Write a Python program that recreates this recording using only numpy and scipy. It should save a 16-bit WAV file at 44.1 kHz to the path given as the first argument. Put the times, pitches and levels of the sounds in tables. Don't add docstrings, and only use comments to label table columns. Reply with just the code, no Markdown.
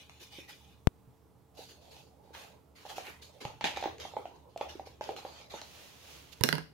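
import sys
import numpy as np
from scipy import signal
from scipy.fft import rfft, irfft, next_fast_len
from scipy.io import wavfile
from scipy.ndimage import uniform_filter1d, map_coordinates

SR = 44100
rng = np.random.default_rng(int(sys.argv[2]) if len(sys.argv) > 2 else 0)


def unload_audio(sound):
    columns = np.transpose(np.atleast_2d(sound))
    steps = np.round(np.clip(columns, -1, 1) * 32767)
    wavfile.write(sys.argv[1], SR, steps.astype(np.int16))


N = 297168
TIME = np.arange(N) / SR
AGE = np.arange(SR // 2) / SR

# start in seconds, length in seconds, level in dB.
RUBS = [(-0.03, 0.06, -57), (.10, 0.087, -63.5), (.192, .048, -50.5), (.305, 0.1, -53), (.476, 0.03, -48.5),
        (.6, 0.13, -65.5)]
# start in seconds, length in seconds, level in dB,
# share of ripping fibres in the power (0-1).
PULLS = [(1.541, 0.024, -66, .05), (1.566, 0.081, -54, 0), (1.68, 0.038, -56.5, 0.08),
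         (1.806, 0.12, -64.5, 0), (1.904, 0.1, -58.5, 0), (2.23, 0.14, -73, 0.33),
         (2.329, 0.11, -51.5, 0.6), (2.75, 0.099, -59, 0.46), (2.845, 0.052, -55, 0.15),
         (2.884, 0.031, -47, 0.24), (2.953, 0.031, -47, 0.26), (3.04, 0.058, -49, 0.9),
         (3.213, 0.017, -52.5, 0), (3.33, 0.099, -68, 0)]
# start in seconds, length in seconds, level in dB.
HELD = [(1.47, 4.15, -66)]
# start in seconds, length in seconds, level in dB.
SHAKES = [(3.402, 0.014, -45), (3.645, 0.036, -41.5), (3.765, 0.064, -56.5), (3.993, 0.027, -48),
          (4.03, 0.053, -52.5), (4.17, 0.14, -69), (4.34, 0.036, -67.5), (4.485, 0.14, -72),
          (4.603, .018, -56), (4.682, .03, -50), (4.852, 0.024, -55), (5.008, 0.1, -53),
          (5.158, 0.037, -49.5), (5.25, .17, -55), (5.495, 0.095, -49)]
# start in seconds, level in dB, t60 in seconds.
SLIDES = [(3.069, -50, 0.24), (3.61, -44, 0.7), (3.642, -30, 0.24), (3.762, -44.5, 0.36)]
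# time in seconds, level in dB, mug air mode in Hz,
# paper crack in dB relative to that level.
TAPS = [(0.3865, -47, 548, 11), (2.348, -44, 900, 20), (2.851, -38.5, 790, -3), (2.863, -41, 794, 8),
        (2.981, -29.5, 740, 7.5), (3.45, -30, 826, 3.5), (3.609, -33, 860, 10), (3.654, -27, 800, 13),
        (3.771, -27, 780, 3), (3.825, -28, 740, 9), (3.838, -26, 854, 10.5), (3.856, -24, 803, 2.5),
        (3.874, -33, 770, 1), (4.051, -33, 773, -5), (4.136, -35.5, 793, -12), (4.166, -22.5, 837, -4.5),
        (4.254, -32, 717, 2.5), (4.56, -30, 680, -8), (4.61, -20.5, 810, 1), (4.795, -29.5, 764, -6),
        (4.87, -37.5, 770, -3), (5.009, -24.5, 850, 2), (5.09, -24, 773, -2), (5.184, -36, 800, 6),
        (5.249, -28, 770, -2.5), (5.538, -30, 863, -7), (5.617, -40, 860, 1)]
POUR_S = [3.7, 4.7]
MUG_RING_DB = [7.5, 3]
# time in seconds, level in dB.
SNAPS = [(0.0953, -34), (0.3867, -40), (0.5065, -39), (0.646, -47), (1.582, -56), (1.965, -41),
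         (2.345, -52), (3.226, -39), (3.4507, -25.5), (3.641, -22), (3.771, -25.5), (3.811, -32.5),
         (3.982, -37.5), (3.9997, -30.5), (4.575, -32.5), (4.6947, -40), (5.0392, -29), (5.1635, -28.5),
         (5.6147, -27.5)]
# middle in seconds, half length in seconds, level in dB.
SWEEPS = [(5.81, 0.14, -53.5), (6.12, 0.092, -52.5), (6.34, 0.14, -60)]
# time in seconds, click in dB, table boom in dB, table knock in dB,
# dullness (0-1).
KNOCKS = [(6.409, -27.5, -52, -39, 0), (6.4359, -4, -31, -25, 0.18), (6.4594, -31, -38, -42, 0.9),
          (6.4885, -10, -31, -40, 0.27), (6.5262, -9.5, -25, -28.5, 0.6), (6.5523, -17.5, -35, -43, 0.73),
          (6.581, -20, -35.5, -38, 0.78)]
# frequency in Hz, mean level in dB, t60 in seconds.
TABLE_MODES = [(257.3, -11.5, 0.18), (356, -10, 0.08), (432, -1, 0.063), (477, -6, 0.085),
               (577, -11, 0.072), (967, 2.5, 0.034)]
# frequency in Hz, mean level in dB, t60 in seconds.
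CLACK_MODES = [(1280, -16, 0.02), (1490, -4, 0.022), (1640, -5, 0.034), (1810, -9, 0.026),
               (2853, 2.5, 0.021), (3230, -10, 0.02), (4140, -2, 0.038)]
# time in seconds, level in dB, pitch in Hz.
BUMPS = [(0.385, -40.5, 340), (1.075, -52.5, 128), (1.591, -38.5, 465), (2.306, -45.5, 460),
         (3.452, -39, 128), (3.858, -30, 345), (4.168, -37.5, 400), (4.754, -37, 356), (5.093, -32, 406),
         (5.54, -43.5, 322)]
# middle in seconds, half length in seconds, level in dB.
PRESSES = [(3.95, 0.19, -57), (4.78, 0.24, -61.5), (6.7, 0.53, -70)]
# frequency in Hz, level in dB.
HUM = [(118.4, -72), (279.9, -74.5), (446.8, -74), (834.4, -82.5)]
# frequency in Hz, t60 in seconds.
KITCHEN = [(120, 0.63), (500, 0.37), (1500, 0.33), (5000, 0.37), (14000, 0.27)]

# frequency in Hz, level in dB per Hz.
TAUT = [(500, -29), (1500, -12), (2150, -8.5), (2450, 3.5), (2700, -10), (2950, 1), (3250, -8),
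        (3500, -1.5), (4200, -8), (6700, -12), (7600, -18.5), (10000, -20), (13000, -18.5), (16000, -25)]
PAPER = [(500, -16), (1100, -14), (1500, -3.5), (1850, -7), (2200, -1.5), (2700, 2), (4200, 4.5),
         (5700, -3), (6700, -1), (7600, -10.5), (10000, -10.5), (13000, -9.5), (16000, -17)]
FIBRES = [(300, -14), (1100, 3), (1500, 0.5), (2500, 0.5), (4000, -10.5), (6700, -14.5), (7600, -17),
          (13000, -15), (16000, -21)]
HOLLOW = [(120, -24), (300, -8.5), (480, -1.5), (620, -4.5), (720, -6), (840, 0), (1020, -9.5),
          (1400, -25.5), (2500, -38.5)]
POWDER = [(300, -7.5), (1200, 0.5), (1900, -2), (3000, 3), (4300, 1.5), (5500, -3.5), (6700, -4.5),
          (7700, -14.5), (10000, -15.5), (13000, -14.5), (16000, -32)]
RUSH = [(30, -61), (150, 5), (500, 0.5), (820, 14.5), (1200, -16), (1550, 1), (1900, 7.5), (2600, 8),
        (4300, 1.5), (5500, -9), (6700, -4.5), (8000, -16), (12000, -34), (16000, -41.5)]
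CRACK = [(60, -46), (300, -15), (1200, -3.5), (1900, -4), (2400, -1.5), (3100, -3), (4000, -6), (5300, -18),
         (6700, -13.5), (7700, -36), (13000, -34), (16000, -22)]
CLOTH = [(150, -6.5), (450, 2.5), (1000, -1.5), (1600, -4), (2900, 1.5), (5000, -3), (6700, -4.5),
         (7600, -11.5), (13000, -11.5), (16000, -12.5)]
CLICK = [(40, -35), (300, 2.5), (750, -4), (1200, -8), (1600, 4), (2000, 1.5), (2400, -4), (3200, -3.5),
         (5000, -2.5), (6600, -9.5), (7600, -13.5), (9000, -8), (12500, -5.5), (16000, -16)]
WOOD = [(30, -40), (130, -2), (220, 6.5), (330, -6), (450, 1.5), (680, -18), (960, 3.5), (1150, -10.5),
        (1700, -5), (3000, -25), (8000, -56)]
RUMBLE = [(20, -27), (50, -29), (72, 3.5), (95, -8.5), (140, -12.5), (300, -44.5), (1000, -70)]
QUIET = [(20, -11.5), (48, -39), (70, 6.5), (100, -10), (135, 1), (200, -3), (290, -10), (360, -7),
         (450, -10.5), (600, -12.5), (1050, -15.5), (1600, -26.5), (6500, -33), (15000, -33)]

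RUB_ATTACK_S, PULL_ATTACK_S, SHAKE_ATTACK_S = 0.018, 0.013, 0.012
STOP_T60_S, RELEASE_T60_S = 0.055, 0.44
DIRECT_SHARE = 0.33
RUB_BODY_DB, PULL_BODY_DB, SHAKE_AIR_DB = -9.5, -5.5, -5
STIR_DB, STIR_S = -22.5, 0.016
FLAP_DB = 11.5
RESTING_DB = -67.5
TOP_HZ = 15700


def amp(db):
    return 10 ** (np.asarray(db) / 20)


def unit(x):
    return x / np.sqrt(np.mean(x ** 2) + 1e-20)


def along(points, hz):
    f, v = np.transpose(points)
    return np.interp(np.log(hz + 1), np.log(f + 1), v)


def colour(x, spectrum):
    n = x.shape[-1]
    m = 2 * next_fast_len(n // 2 + SR // 8)
    log_gain = np.log(amp(along(spectrum, np.fft.rfftfreq(m, 1 / SR))))
    cepstrum = irfft(log_gain, m)
    cepstrum[1:m // 2] *= 2
    cepstrum[m // 2 + 1:] = 0
    response = np.exp(rfft(cepstrum))
    return irfft(rfft(x, m) * response, m)[..., :n]


def wobble(rate):
    knots = rng.standard_normal(int(N * rate / SR) + 4)
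    return map_coordinates(knots, [TIME * rate], order=2)


def fade(t60):
    return np.exp(-np.log(1000) * AGE / max(t60, 1e-4))


def ring(hz, t60, attack):
    return np.sin(2 * np.pi * hz * AGE) * fade(t60) * (1 - np.exp(-AGE / attack))


def burst(spectrum, t60, sharp=0):
    scatter = rng.standard_normal(len(AGE)) * fade(t60)
    impulse = sharp * (AGE == 0)
    x = colour(scatter / np.linalg.norm(scatter) + impulse, spectrum)
    return x / np.linalg.norm(x)


def texture(spectrum, rate, grain_db, spread, flex_db=1):
    slips = (rng.random(N) < rate / SR) * rng.standard_normal(N)
    mid = rng.standard_normal(N) + amp(grain_db) * unit(slips)
    side = spread * rng.standard_normal(N)
    z = signal.stft(np.array([mid + side, mid - side]), nperseg=512)[2]
    field = uniform_filter1d(rng.standard_normal(z.shape[1:]), size=3, axis=0)
    field = uniform_filter1d(field, size=12, axis=1)
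    flexed = signal.istft(z * amp(flex_db * unit(field)), nperseg=512)[1][:, :N]
    return unit(colour(flexed, spectrum))


def strokes(rows, attack):
    power, direct = np.zeros(N), np.clip(DIRECT_SHARE, 0, 1)
    for s, length, db in rows:
        rise = np.clip((TIME - s) / attack, 0, 1)
        after = 2 * np.log(1000) * np.maximum(TIME - s - length, 0)
        stop = direct * np.exp(-after / STOP_T60_S)
        linger = (1 - direct) * np.exp(-after / RELEASE_T60_S)
        power += (amp(db) * rise) ** 2 * (stop + linger)
    return np.sqrt(power)


def swells(rows):
    return np.sqrt(sum(amp(db) ** 2 * np.exp(-((TIME - s) / half) ** 2) for s, half, db in rows))


def pan(right_db):
    return amp([[-right_db / 2], [right_db / 2]])


def ports(x, right_db, lag):
    left = np.interp(AGE - lag, AGE, x, left=0)
    return np.array([left, x]) * pan(right_db)


def room(x, wet_db):
    hz, t, z = signal.stft(rng.standard_normal((2, len(AGE))), SR, nperseg=256)
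    decay = np.exp(-np.log(1000) * t / along(KITCHEN, hz)[:, None])
    tail = signal.istft(z * decay, SR, nperseg=256)[1]
    tail = tail[:, :len(AGE)] * (1 - np.exp(-AGE / 0.0021))
    tail = tail / np.linalg.norm(tail[0])
    return amp(wet_db) * signal.fftconvolve(x[None], tail, axes=1)[:, :len(AGE)]


def add(out, s, x):
    i = round(s * SR)
    out[:, i:i + x.shape[-1]] += x[..., :N - i]


def handling():
    rub = strokes(RUBS, RUB_ATTACK_S)
    pull_rows = [(s, length, db) for s, length, db, share in PULLS]
    rip_rows = [(s, length, db + 10 * np.log10(np.clip(share, 1e-3, 1))) for s, length, db, share in PULLS]
    pull = strokes(pull_rows, PULL_ATTACK_S)
    rip = strokes(rip_rows, PULL_ATTACK_S)
    rustle = np.sqrt(np.abs(pull ** 2 - rip ** 2))
    rubbing = rub * texture(TAUT, rate=240, grain_db=-13.0, spread=0.84, flex_db=4.0)
    tearing = rustle * texture(PAPER, rate=260, grain_db=-10, spread=0.89, flex_db=3.0)
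    ripping = rip * texture(FIBRES, rate=300, grain_db=-6, spread=1.0, flex_db=4)
    answer = rub * amp(RUB_BODY_DB) + pull * amp(PULL_BODY_DB)
    body = np.hypot(answer, strokes(HELD, PULL_ATTACK_S))
    pouch = body * texture(HOLLOW, rate=170, grain_db=-9, spread=0.73, flex_db=6.5)
    grip = amp(0.37 * wobble(54))
    return grip * (rubbing * pan(0.32) + (tearing + ripping) * pan(1.6) + pouch * pan(5.3))


def shaking():
    trickle = strokes(SHAKES, SHAKE_ATTACK_S)
    stir = strokes([(s, STIR_S, db + STIR_DB) for s, db, *_ in TAPS], STIR_S)
    grains = trickle * texture(POWDER, rate=280, grain_db=-7.5, spread=1.0, flex_db=4.0)
    air = np.hypot(trickle * amp(SHAKE_AIR_DB), stir)
    mug = air * texture(HOLLOW, rate=120, grain_db=-7.5, spread=0.7, flex_db=5.5)
    return amp(0.29 * wobble(60)) * (grains + mug) * pan(1.7)


def slides():
    flow = np.zeros((1, N))
    for s, db, t60 in SLIDES:
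        front = amp(8.5) * fade(0.0046)
        add(flow, s, amp(db) * (fade(t60) + front))
    clumps = amp(1.1 * wobble(190))
    return flow * clumps * texture(RUSH, rate=1400, grain_db=-13, spread=0.7, flex_db=2.0) * pan(2.1)


def taps():
    out = np.zeros((2, N))
    for s, db, mug_hz, crack_db in TAPS:
        flap = amp(FLAP_DB) * ring(610 * amp(rng.normal(0, 0.8)), t60=.011, attack=0.0027)
        air = amp(np.interp(s, POUR_S, MUG_RING_DB)) * ring(mug_hz, t60=0.025, attack=0.0021)
        knock = amp(db) * (flap + air)
        crack = amp(db + crack_db) * burst(CRACK, t60=0.013, sharp=0.16)
        direct = ports(knock, right_db=3.5, lag=.00005)
        direct = direct + ports(crack, right_db=1.0, lag=rng.normal(0, .00006))
        add(out, s + 0.000961, direct + room(knock, wet_db=-8.5) + room(crack, wet_db=2.0))
        add(out, s + rng.uniform(.016, .022), amp(-16.5) * direct)
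    return out


def snaps():
    out = np.zeros((2, N))
    for s, db in SNAPS:
        tick = amp(db + 7.0) * burst(POWDER, t60=0.0086, sharp=0.42)
        direct = ports(tick, right_db=-1.0, lag=rng.normal(0, .00006))
        add(out, s + 0.000962, direct + room(tick, wet_db=-1))
    return out


def knocks():
    out = np.zeros((2, N))
    add(out, 6.4095, -amp(-16.0) * ring(109, t60=0.048, attack=0.0021) * amp([[-15], [0]]))
    for s, click_db, boom_db, knock_db, dullness in KNOCKS:
        modes = sum(amp(level + rng.normal(0, 1.8)) * ring(hz, t60, attack=0.0011)
                    for hz, level, t60 in TABLE_MODES)
        wood = amp(4.5) * modes + amp(24.5) * burst(WOOD, t60=0.052, sharp=0.24)
        shell = sum(amp(level + rng.normal(0, 1.5)) * ring(hz, t60, attack=.0001) * rng.choice([-1, 1])
                    for hz, level, t60 in CLACK_MODES)
        boom = ring(152 * amp(rng.normal(0, 0.34)), t60=0.19, attack=0.0033)
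        click = amp(click_db) * (amp(13.0) * burst(CLICK, t60=0.011, sharp=0.41) + amp(-16) * shell)
        dull = np.clip(dullness, 0, .9)
        click = signal.lfilter([1 - dull], [1, -dull], click)
        thud = amp(knock_db) * wood + amp(boom_db + 0.5) * boom
        direct = amp(-7.0) * ports(click + thud, right_db=17, lag=0.00058)
        add(out, s + 0.0008, direct + room(click, wet_db=-11.0) + room(thud, wet_db=-16.0))
    return out


def port_pop():
    u = AGE / 0.0027
    jump = (1 - u) * np.exp(-(u / 1.65) ** 1.87) * (1 - np.exp(-AGE / .00005))
    lead = amp(-50) * np.exp(-AGE[::-1] / 0.0024)
    pulse = np.concatenate([lead, amp(-2.0) * jump])
    out = np.zeros((2, N))
    add(out, .872 - len(AGE) / SR, pulse * amp([[0], [-52]]))
    return out


def sleeve():
    slide = swells(SWEEPS) * texture(CLOTH, rate=2400, grain_db=-5.0, spread=1.0)
    pass_by = amp(-45.0) * np.exp(-((TIME - 6.331) / 0.01) ** 2)
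    brush = pass_by * texture(PAPER, rate=520, grain_db=-25, spread=0.63)
    return slide * pan(2.4) + brush * amp([[-16], [0]])


def arms():
    weight = np.hypot(amp(RESTING_DB), swells(PRESSES))
    out = weight * texture(RUMBLE, rate=140, grain_db=-8, spread=0.13) * pan(0.73)
    for s, db, hz in BUMPS:
        bump = amp(db + 5.5) * ring(hz, t60=9 / hz, attack=0.0009)
        add(out, s, bump * pan(3.7) + room(bump, wet_db=-8.5))
    return out


def kitchen_air():
    whirr = amp(-64.5 + 0.45 * wobble(2.1)) * texture(QUIET, rate=1600, grain_db=-36, spread=0.58)
    hum = sum(amp(db + 1.5) * np.sin(2 * np.pi * hz * TIME + .5 * wobble(3.4)) for hz, db in HUM)
    return (whirr + hum) * pan(3.6)


def scene():
    sachet = handling() + shaking() + slides() + taps() + snaps()
    return sachet + knocks() + port_pop() + sleeve() + arms() + kitchen_air()


def record(dry):
    rounded = dry / (1 + np.abs(dry / .8) ** 10) ** (1 / 10)
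    low_pass = signal.ellip(10, .1, 90, TOP_HZ, fs=SR, output="sos")
    return signal.sosfilt(low_pass, rounded)


dry = scene()
out = record(dry)
unload_audio(out)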